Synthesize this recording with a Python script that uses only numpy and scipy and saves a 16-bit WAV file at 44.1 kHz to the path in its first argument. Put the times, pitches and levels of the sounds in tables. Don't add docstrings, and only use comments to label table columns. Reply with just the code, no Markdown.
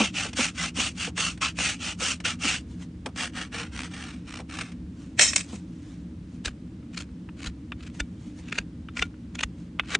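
import sys
import numpy as np
from scipy import signal
from scipy.fft import rfft, irfft
from scipy.io import wavfile

SR = 44100
rng = np.random.default_rng(int(sys.argv[2]) if len(sys.argv) > 2 else 0)


def put_to_file(sound):
    columns = np.atleast_2d(sound).T
    safe = np.clip(columns, -1, 1)
    whole_steps = np.round(safe * 32767)
    wavfile.write(sys.argv[1], SR, whole_steps.astype(np.int16))


N = 440559
TIME = np.arange(N) / SR


def amp(db):
    return 10 ** (np.asarray(db) / 20)


def rms_one(x):
    return x / np.sqrt(np.mean(x ** 2) + 1e-20)


def drift(rate):
    knots = rng.standard_normal(int(rate * N / SR) + 2)
    return rms_one(np.interp(TIME * rate, np.arange(len(knots)), knots))


def band(x, low_hz, high_hz):
    edges = [low_hz, min(high_hz, .45 * SR)]
    return signal.sosfilt(signal.butter(2, edges, "band", fs=SR, output="sos"), x)


def resonate(x, hz, width_hz):
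    radius = np.exp(-np.pi * width_hz / SR)
    zeros = np.array([1, 0, -1]) * (1 - radius * radius) / 2
    poles = [1, -2 * radius * np.cos(2 * np.pi * hz / SR), radius * radius]
    return signal.lfilter(zeros, poles, x + 1e-18)


def ringing(force, modes, spread_db):
    out = 0
    for hz, db, t60 in modes:
        strike = amp(db + spread_db * np.tanh(rng.standard_normal()))
        width_hz = np.log(1000) / np.pi / t60
        out = out + strike * np.sqrt(t60 * SR) * resonate(force, hz, width_hz)
    return out


def colour(x, spectrum, size=16384):
    hz, db = np.transpose(spectrum)
    grid = np.log(np.maximum(np.arange(size // 2 + 1) * SR / size, 1))
    cepstrum = irfft(np.log(amp(np.interp(grid, np.log(hz), db))))
    cepstrum[1:size // 2] *= 2
    cepstrum[size // 2 + 1:] = 0
    impulse = irfft(np.exp(rfft(cepstrum)))
    return signal.fftconvolve(x, impulse[None], axes=-1)[:, :N]


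def body(x, spectrum, low_hz):
    hz, db = np.transpose(spectrum)
    grid = np.log(np.linspace(1, SR / 2, 4000))
    power = np.mean(amp(np.interp(grid, np.log(hz), db, right=-200)) ** 2)
    return band(colour(x, spectrum), low_hz, SR) / np.sqrt(power)


def brighten(x, db, corner_hz=4400):
    low, high = (signal.butter(2, corner_hz, kind, fs=SR, output="sos") for kind in ("low", "high"))
    bass = signal.sosfilt(np.vstack([low, low]), x + 1e-18)
    treble = signal.sosfilt(np.vstack([high, high]), x + 1e-18)
    return bass + amp(db) * treble


def reflections(x, depth, lag_s, sway):
    out = x
    for k in range(3):
        read = TIME - lag_s * np.e ** k * (1 + sway * drift(7) / (k + 1))
        echo = np.array([np.interp(read, TIME, channel) for channel in x])
        out = out + depth * (-1) ** k * echo
    return out / np.sqrt(1 + 3 * depth ** 2)


def stereo(pair, width):
    side = colour(pair[1:], width)
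    return pair[0] + side * [[1], [-1]]


def strokes(rows, edge_db, flatness, edge_hiss_db=0):
    power, hiss = np.full(N, 1e-18), np.zeros(N)
    for s, rise_s, fall_s, db, *hiss_db in rows:
        at = slice(*np.searchsorted(TIME, [s - rise_s, s + rise_s + 2 * fall_s]))
        past_top = TIME[at] - s - rise_s
        away = np.maximum(-past_top / rise_s, past_top / fall_s)
        arch = amp(db - edge_db * away ** flatness) ** 2
        power[at] += arch
        hiss[at] += arch * (sum(hiss_db) + edge_hiss_db * away ** 2)
    return np.sqrt(power), hiss / power


def fractures(per_s, spread_db):
    sizes = amp(spread_db * np.minimum(rng.exponential(1, (2, N)), 4))
    signs = rng.choice([-1, 1], (2, N))
    return rms_one(sizes * signs * (rng.random((2, N)) < per_s / SR))


def burst(s, rise_s, fall_s, click, size=4096):
    peak = round(s * SR)
    at = np.arange(max(peak - size // 2, 0), min(peak + size // 2, N))
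    t = (at - peak) / SR
    force = rng.standard_normal((2, len(at))) * np.exp(np.minimum(t / rise_s, -t / fall_s))
    force[:, at == peak] = click
    return at, force


def blows(rows, rise_s, fall_s, click, lag_s):
    out = np.zeros((2, N))
    for s, db, *_ in rows:
        at, force = burst(s + lag_s, rise_s, fall_s, click)
        out[:, at] += amp(db) * force
    return out


# (f/Hz, level/dB)
DRONE_COLOUR = [(20, -40), (35, -18.5), (50, -11), (66, 1), (90, -4), (130, -6.5), (147, -11), (176, -1),
                (213, -8.5), (242, -5.5), (315, -6), (360, -21.5), (480, -25.5), (750, -36.5), (3000, -43),
                (10000, -54)]
# (f/Hz, side minus mid/dB)
DRONE_SPREAD = [(60, -41.5), (170, -52), (460, -12), (1290, -2.5), (3580, -5.5), (9960, -6.5)]


def drone():
    rumble = amp(-40.0) * body(rng.standard_normal((2, N)), DRONE_COLOUR, low_hz=24)
    tones = 0
    for hz, db in [(66, -57), (175, -48.0), (242, -50.5)]:
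        noise = rng.standard_normal((2, N))
        tones = tones + amp(db) * rms_one(resonate(resonate(noise, hz, 14), hz, 14))
    return stereo(rumble + tones, DRONE_SPREAD)


# (start t/s, rise t/s, fall t/s, level/dB)
CLOTH_RUBS = [(2.66, 0.057, 0.064, -54.5), (2.775, 0.052, 0.033, -47), (4.93, 0.1, 0.12, -55),
              (5.39, 0.12, .13, -51), (5.62, .29, .14, -56), (6.27, 0.08, 0.07, -60.5),
              (7.93, 0.021, 0.11, -52), (8.12, .14, 0.13, -55.5), (8.35, 0.046, .045, -51),
              (9.53, 0.068, 0.11, -60.5)]
# (f/Hz, level/dB)
CLOTH_COLOUR = [(400, 0), (900, -3.5), (3300, -4.5), (5000, -9), (6400, -5.5), (9500, -14)]
# (f/Hz, side minus mid/dB)
HOOF_SPREAD = [(60, -33), (170, -51), (460, -12), (1290, -24.5), (3580, -12.5), (9960, -9.5)]


def rustle():
    gain, _ = strokes(CLOTH_RUBS, edge_db=16.5, flatness=1.1)
    rub = body(fractures(4000, 2.5), CLOTH_COLOUR, low_hz=450)
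    rub = reflections(rub, depth=.35, lag_s=0.00049, sway=0.72)
    return stereo(amp(-0.5 + 1.1 * drift(36)) * gain * rub, HOOF_SPREAD)


# (t/s, level/dB)
ARM_JOLTS = [(6.464, -26), (7.468, -26.5), (8.006, -23), (8.59, -32), (9.001, -28), (9.441, -28)]


def jolts(hz=52, swell_s=0.0064):
    swings = 0
    for s, db in ARM_JOLTS:
        age = np.clip((TIME - s) / swell_s, 0, 20)
        swings = swings + amp(db) * np.sin(2 * np.pi * hz * swell_s * age) * age * np.exp(1 - age)
    return band(swings, 35, 400)


# (t/s, level/dB, relative boom level/dB)
FOOT_THUDS = [(0.003, -19, -1.5), (0.252, -34, -24), (0.387, -29, 0), (0.784, -36, 0), (1.073, -37, -7),
              (1.186, -36, -16), (1.601, -35.5, -4.5), (2.019, -35, -4.5), (2.445, -33.5, 3),
              (3.061, -32, -6), (4.396, -37.5, -20), (5.529, -41, 2), (9.95, -40, -21.5)]
# (f/Hz, level/dB)
THUD_COLOUR = [(300, -10), (400, 2), (500, 5), (620, -4.5), (760, -1), (1000, -7), (1300, -7),
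               (2500, -44.5)]


def thuds():
    s, _, boom_db = np.transpose(FOOT_THUDS)
    force = blows(FOOT_THUDS, rise_s=0.003, fall_s=0.015, click=0, lag_s=0.0015)
    foot = [(150, -18.5), (200, 5), (262, 1.0), (340, -5.5), (600, -38.5)]   # (f/Hz, level/dB)
    boom = amp(np.interp(TIME, s, boom_db) + 7.0) * body(force, foot, low_hz=150)
    return stereo(body(force, THUD_COLOUR, low_hz=280) + boom, HOOF_SPREAD)


# (t/s, level/dB)
KNIFE_TOUCHES = [(6.827, -43.5), (7.09, -46.5), (7.288, -30), (7.719, -17), (8.885, -26), (9.141, -40.5),
                 (9.788, -30), (9.795, -7.5), (9.834, -32)]
# (f/Hz, level/dB)
TAP_COLOUR = [(400, -11.5), (800, -12.5), (1300, 3.5), (1800, -4), (2600, 7), (3600, -8), (4600, -24.5),
              (10000, -40)]
# (f/Hz, level/dB, 60 dB decay t/s)
KNIFE_RING = [(1420, 2, 0.065), (1784, -5, 0.035), (2300, -5.5, 0.094), (2870, -8, 0.027),
              (3576, 1.5, 0.036), (4200, -13, 0.03)]


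def knife_taps(dulling=0.39):
    s, db = np.transpose(KNIFE_TOUCHES)
    force = blows(KNIFE_TOUCHES, rise_s=0.00029, fall_s=0.0038, click=3.1, lag_s=0.00076)
    force = brighten(force, dulling * np.interp(TIME, s, db - db.max()), corner_hz=1700)
    touch = amp(-5) * body(force, TAP_COLOUR, low_hz=500)
    ring = amp(-36.0) * ringing(force, KNIFE_RING, spread_db=8)
    return stereo(touch + ring, HOOF_SPREAD)


# (start t/s, rise t/s, fall t/s, level/dB, relative hiss level/dB)
PARING_STROKES = [(6.44, 0.014, 0.054, -31.5, -3), (6.915, 0.087, 0.044, -39.5, -1.5),
                  (7.35, 0.05, .11, -45.5, -6), (7.39, 0.079, 0.038, -37, -4.5),
                  (7.765, 0.07, 0.11, -48, -7), (8.39, 0.2, 0.04, -40, -7.5), (8.94, 0.049, 0.083, -37, -3),
                  (9.315, 0.13, 0.031, -52.5, -2), (9.842, 0.11, .013, -31, -8.5)]
# (t/s, level/dB, relative brightness level/dB, pitch f/Hz, relative blade ring level/dB)
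CHIP_SNAPS = [(6.457, -20, -8, 4150, -39), (6.48, -21.5, -23, 1046, -36), (6.945, -36, -15, 2500, -45),
              (6.975, -20.5, -16.5, 4260, -38), (7.004, -28.5, -14.5, 3110, -32),
              (7.445, -33.5, -13, 2500, -45), (7.47, -22.5, -16, 3950, -39), (7.806, -39, -23, 2500, -45),
              (7.868, -39, -14.5, 2500, -47), (8.002, -16.5, -15.5, 1750, -28.5),
              (8.485, -35, -18, 2500, -44), (8.525, -18.5, -24, 2330, -36.5), (8.555, -31, -21, 2500, -46),
              (8.584, -10.5, -22.5, 2560, -52), (8.97, -21, -22.5, 2420, -27), (8.993, -19, -20, 2000, -40),
              (9.023, -10, -26.5, 2540, -26.5), (9.353, -28, -14.5, 2300, -27),
              (9.391, -20.5, -21.5, 2490, -40), (9.408, -21, -16, 2750, -45),
              (9.434, -12, -16.5, 1950, -53), (9.95, -7, -19, 2400, -46)]
# (f/Hz, level/dB)
HORN_COLOUR = [(240, -33), (400, -5.5), (641, -12), (1620, -2.5), (2180, -7), (2500, -4), (4340, -10),
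               (5030, -14.5), (6950, -13.5), (10000, -25), (13000, -49), (22000, -120)]


def knife_cuts(size=8192):
    gain, hiss_db = strokes(PARING_STROKES, edge_db=25, flatness=1.74, edge_hiss_db=-4.0)
    crunch = rms_one(fractures(3500, 3.3) * amp(3.8 * drift(220)))
    drag = amp(-3.0) * brighten(gain * crunch, hiss_db + 7.5)
    snaps, rings = np.zeros((2, 2, N + size))
    for s, db, bright_db, hz, ring_db in CHIP_SNAPS:
        at, force = burst(s + 0.00154, rise_s=0.0032, fall_s=0.003, click=2.6)
        force = amp(db) * np.pad(force, [(0, 0), (0, size - len(at))])
        span = slice(at[0], at[0] + size)
        snaps[:, span] += brighten(force + 1.73 * resonate(force, hz, 450), bright_db + 19.5)
        rings[:, span] += amp(ring_db) * ringing(force, KNIFE_RING, spread_db=3)
    sound = body(drag + amp(-9.0) * snaps[:, :N], HORN_COLOUR, low_hz=404) + rings[:, :N]
    return stereo(reflections(sound, depth=0.2, lag_s=.0004, sway=0.23), HOOF_SPREAD)


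# (start t/s, rise t/s, fall t/s, level/dB, relative hiss level/dB)
STEEL_SLIDE = [(5.178, .017, .025, -17.5, -3), (5.19, 0.024, 0.11, -19, 6), (5.325, 0.046, 0.078, -30, 2.5),
               (5.47, 0.08, 0.063, -48, 0.5)]
# (t/s, level/dB, relative brightness level/dB)
STEEL_CLACKS = [(5.193, -1, -13.5), (5.218, -14.5, 1), (5.332, -17.5, -10), (5.36, -8, 2),
                (5.407, -22, -11.5)]
# (f/Hz, level/dB)
STEEL_COLOUR = [(210, -58), (350, -12), (696, -10), (835, -16), (1460, -9.5), (2600, -1), (2870, -7.5),
                (4690, -8.5), (5710, -7.5), (8330, -3), (10000, -22), (13000, -36), (22000, -120)]
# (f/Hz, level/dB, 60 dB decay t/s)
RASP_RING = [(1927, -6, .08), (2150, -7, .07), (2562, -5, .11), (3106, -7, .1), (3796, -4, .13),
             (4160, -8, .12), (5326, 0, .18), (5485, -3, .14), (5800, 1, .13), (6376, -2, .11),
             (7074, -4, .16), (7193, -4, .13), (7537, -7, .12), (8211, -7, .1), (8923, -8, .11)]
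# (f/Hz, side minus mid/dB)
STEEL_SPREAD = [(60, -3.5), (220, -13), (770, -3.5), (2770, -9), (9960, -8.5)]


def rasp_put_away():
    gain, hiss_db = strokes(STEEL_SLIDE, edge_db=24, flatness=1.2)
    slide = amp(2.3 * drift(250)) * gain * fractures(6000, 3.7)
    slide = amp(0.5) * brighten(slide, hiss_db)
    s, _, bright_db = np.transpose(STEEL_CLACKS)
    clacks = blows(STEEL_CLACKS, rise_s=0.0012, fall_s=0.0036, click=1.5, lag_s=.0015)
    clacks = brighten(clacks, np.interp(TIME, s, bright_db) + 2.5)
    choke = amp(2.5 * drift(160) - 170 * np.maximum(TIME - 5.33, 0))
    ring = choke * ringing(slide + amp(-4) * clacks, RASP_RING, spread_db=2)
    contact = body(slide + amp(-3.5) * clacks, STEEL_COLOUR, low_hz=300.7)
    sound = amp(-1.0) * contact + amp(-20.0) * ring
    return stereo(reflections(sound, depth=0.12, lag_s=.0009, sway=0.061), STEEL_SPREAD)


# (t/s, level/dB)
RASP_KNOCKS = [(0.33, -24), (0.755, -28), (1.176, -14), (1.374, -34), (1.411, -22.5), (1.586, -15.5),
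               (2.004, -19), (2.201, -27), (2.255, -14), (3.059, -19.5), (3.087, -41), (3.159, -26),
               (4.55, -32), (4.586, -20.5), (4.609, -17), (4.718, -37)]
# (from t/s, to t/s, skip rate f/Hz, level/dB)
EDGE_SKIPS = [(3.763, 3.841, 70, -21.5), (4.292, 4.397, 61, -29), (4.5, 4.526, 82, -28)]
# (f/Hz, level/dB)
WALL_COLOUR = [(240, -21), (400, -21), (464, 3), (553, -5.5), (885, -5), (1270, -3.5), (1810, -1),
               (2400, 0), (5030, -11.5), (5530, -7.5), (6860, -13.5), (8980, -12), (10000, -27),
               (13000, -73), (22000, -120)]


def rasp_catches():
    skips = []
    for start, end, per_s, db in EDGE_SKIPS:
        for s in np.arange(start, end, 1 / per_s):
            skips.append((s + rng.normal(0, 0.0011), db + rng.normal(0, 1.6)))
    force = blows(RASP_KNOCKS, rise_s=0.0011, fall_s=0.006, click=2, lag_s=0.002)
    force += blows(skips, rise_s=0.00027, fall_s=0.0014, click=2.2, lag_s=0)
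    sound = reflections(body(force, WALL_COLOUR, low_hz=300), depth=0.16, lag_s=0.00079, sway=0.14)
    return stereo(amp(-9.0) * sound, HOOF_SPREAD)


def bouncing(lift_db=11):
    off = 0
    for start, end, per_s, _ in EDGE_SKIPS:
        skipping = (start < TIME) & (TIME < end)
        off = off + skipping * np.sin(np.pi * per_s * (TIME - start)) ** 2
    return amp(-lift_db * off)


def teeth(gain, rows_hz, speed_power, chatter_db, per_s, spread_db):
    speed = (gain / gain.max()) ** speed_power * amp(1.543 * drift(40))
    rows = np.sin(2 * np.pi * np.cumsum(rows_hz * speed) / SR)
    return rms_one(fractures(per_s, spread_db) * amp(chatter_db * (rows + 1.06 * drift(200))))


RASP_EDGE_DB, RASP_FLATNESS = 28, 2.8
# (start t/s, rise t/s, fall t/s, level/dB, relative hiss level/dB)
WALL_PASSES = [(3.155, .063, .083, -30, 3), (3.325, .072, .088, -34.5, -1.5),
               (3.512, .043, .146, -32.5, -2.5), (3.71, .093, .1, -36, 1), (3.874, .116, .234, -41, -0.5),
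               (4.237, .14, 0.0499, -40, 0), (4.48, .042, .25, -41, -0.5)]


def rasp_wall():
    gain, hiss_db = strokes(WALL_PASSES, RASP_EDGE_DB, RASP_FLATNESS)
    force = teeth(gain, rows_hz=246.0, speed_power=.9, chatter_db=2.0, per_s=6500, spread_db=2.5)
    scrape = amp(0.14) * body(force, WALL_COLOUR, low_hz=330)
    scrape = reflections(scrape, depth=0.32, lag_s=.0007, sway=0.12)
    return stereo(gain * bouncing() * brighten(scrape, hiss_db), HOOF_SPREAD)


def rasp_squeak(hz=2030, db=-29):
    swell = np.exp(-((TIME - .598) / .011) ** 2)
    pitch = hz * (1 + 0.011 * drift(205.3))
    return amp(db) * swell * np.sin(2 * np.pi * np.cumsum(pitch) / SR)


# (f/Hz, width f/Hz, level/dB)
HOOF_RESONANCES = [(1350, 180, 0), (2560, 170, 0), (2710, 200, -2), (4820, 150, -3.5), (6250, 160, -18),
                   (6870, 170, -19)]


def hoof_ring(force, wander_db):
    out = 0
    for k, (hz, width_hz, db) in enumerate(HOOF_RESONANCES):
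        level = amp(db + wander_db * np.tanh(drift(16)))
        out = out + (-1) ** k * level * rms_one(resonate(force, hz, width_hz))
    return rms_one(out)


# (start t/s, rise t/s, fall t/s, level/dB, relative hiss level/dB)
SOLE_PASSES = [(-0.032, 0.04, 0.1, -23.5, -7.5), (0.13, 0.064, 0.12, -27.5, -6.5),
               (0.351, 0.052, 0.112, -23.5, -4), (0.544, 0.092, 0.075, -27.5, -6.0),
               (0.746, 0.057, 0.12, -25.0, -4), (0.951, 0.088, 0.068, -31, -4),
               (1.158, 0.05, 0.14, -27, -3), (1.406, 0.023, 0.095, -26.5, -8),
               (1.56, 0.083, 0.13, -25.5, -4), (1.785, 0.09, 0.079, -31, -4.5),
               (1.984, 0.073, 0.11, -27, -1.5), (2.24, 0.017, 0.1, -25.5, -7),
               (2.394, 0.076, 0.14, -24.5, -5.5)]
# (f/Hz, level/dB)
SOLE_COLOUR = [(240, -24), (400, -41.5), (477, -48), (795, -3.5), (947, -7.5), (1360, -1), (1860, -4),
               (2670, 4.5), (3840, -7), (4700, -6.5), (5030, -7), (5530, -2), (7740, -6.5), (9220, -9),
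               (10000, -21.5), (13000, -9.5), (22000, -120)]


def rasp_sole():
    gain, hiss_db = strokes(SOLE_PASSES, RASP_EDGE_DB, RASP_FLATNESS, edge_hiss_db=2)
    force = teeth(gain, rows_hz=431.0, speed_power=.2, chatter_db=1.5, per_s=12000, spread_db=2.5)
    scrape = amp(0.5) * body(force, SOLE_COLOUR, low_hz=425)
    scrape = scrape + amp(-11.0) * hoof_ring(force, wander_db=15.5)
    scrape = scrape + amp(-18.0) * rms_one(resonate(force, 647, 220))
    scrape = reflections(scrape, depth=0.22, lag_s=.0006, sway=0.311)
    return stereo(gain * brighten(scrape, hiss_db + 2.5), HOOF_SPREAD)


def scene():
    background = drone() + rustle() + jolts() + thuds()
    knife = (knife_cuts() + knife_taps()) * amp([[.4], [-.4]])
    rasp = rasp_put_away() + rasp_catches() + rasp_wall() + rasp_squeak() + rasp_sole()
    return background + knife + rasp


def record(dry):
    rounded = .75 * np.tanh(dry / .75)
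    return signal.sosfilt(signal.ellip(10, .2, 80, 9800, fs=SR, output="sos"), rounded)


dry = scene()
out = record(dry)
put_to_file(out)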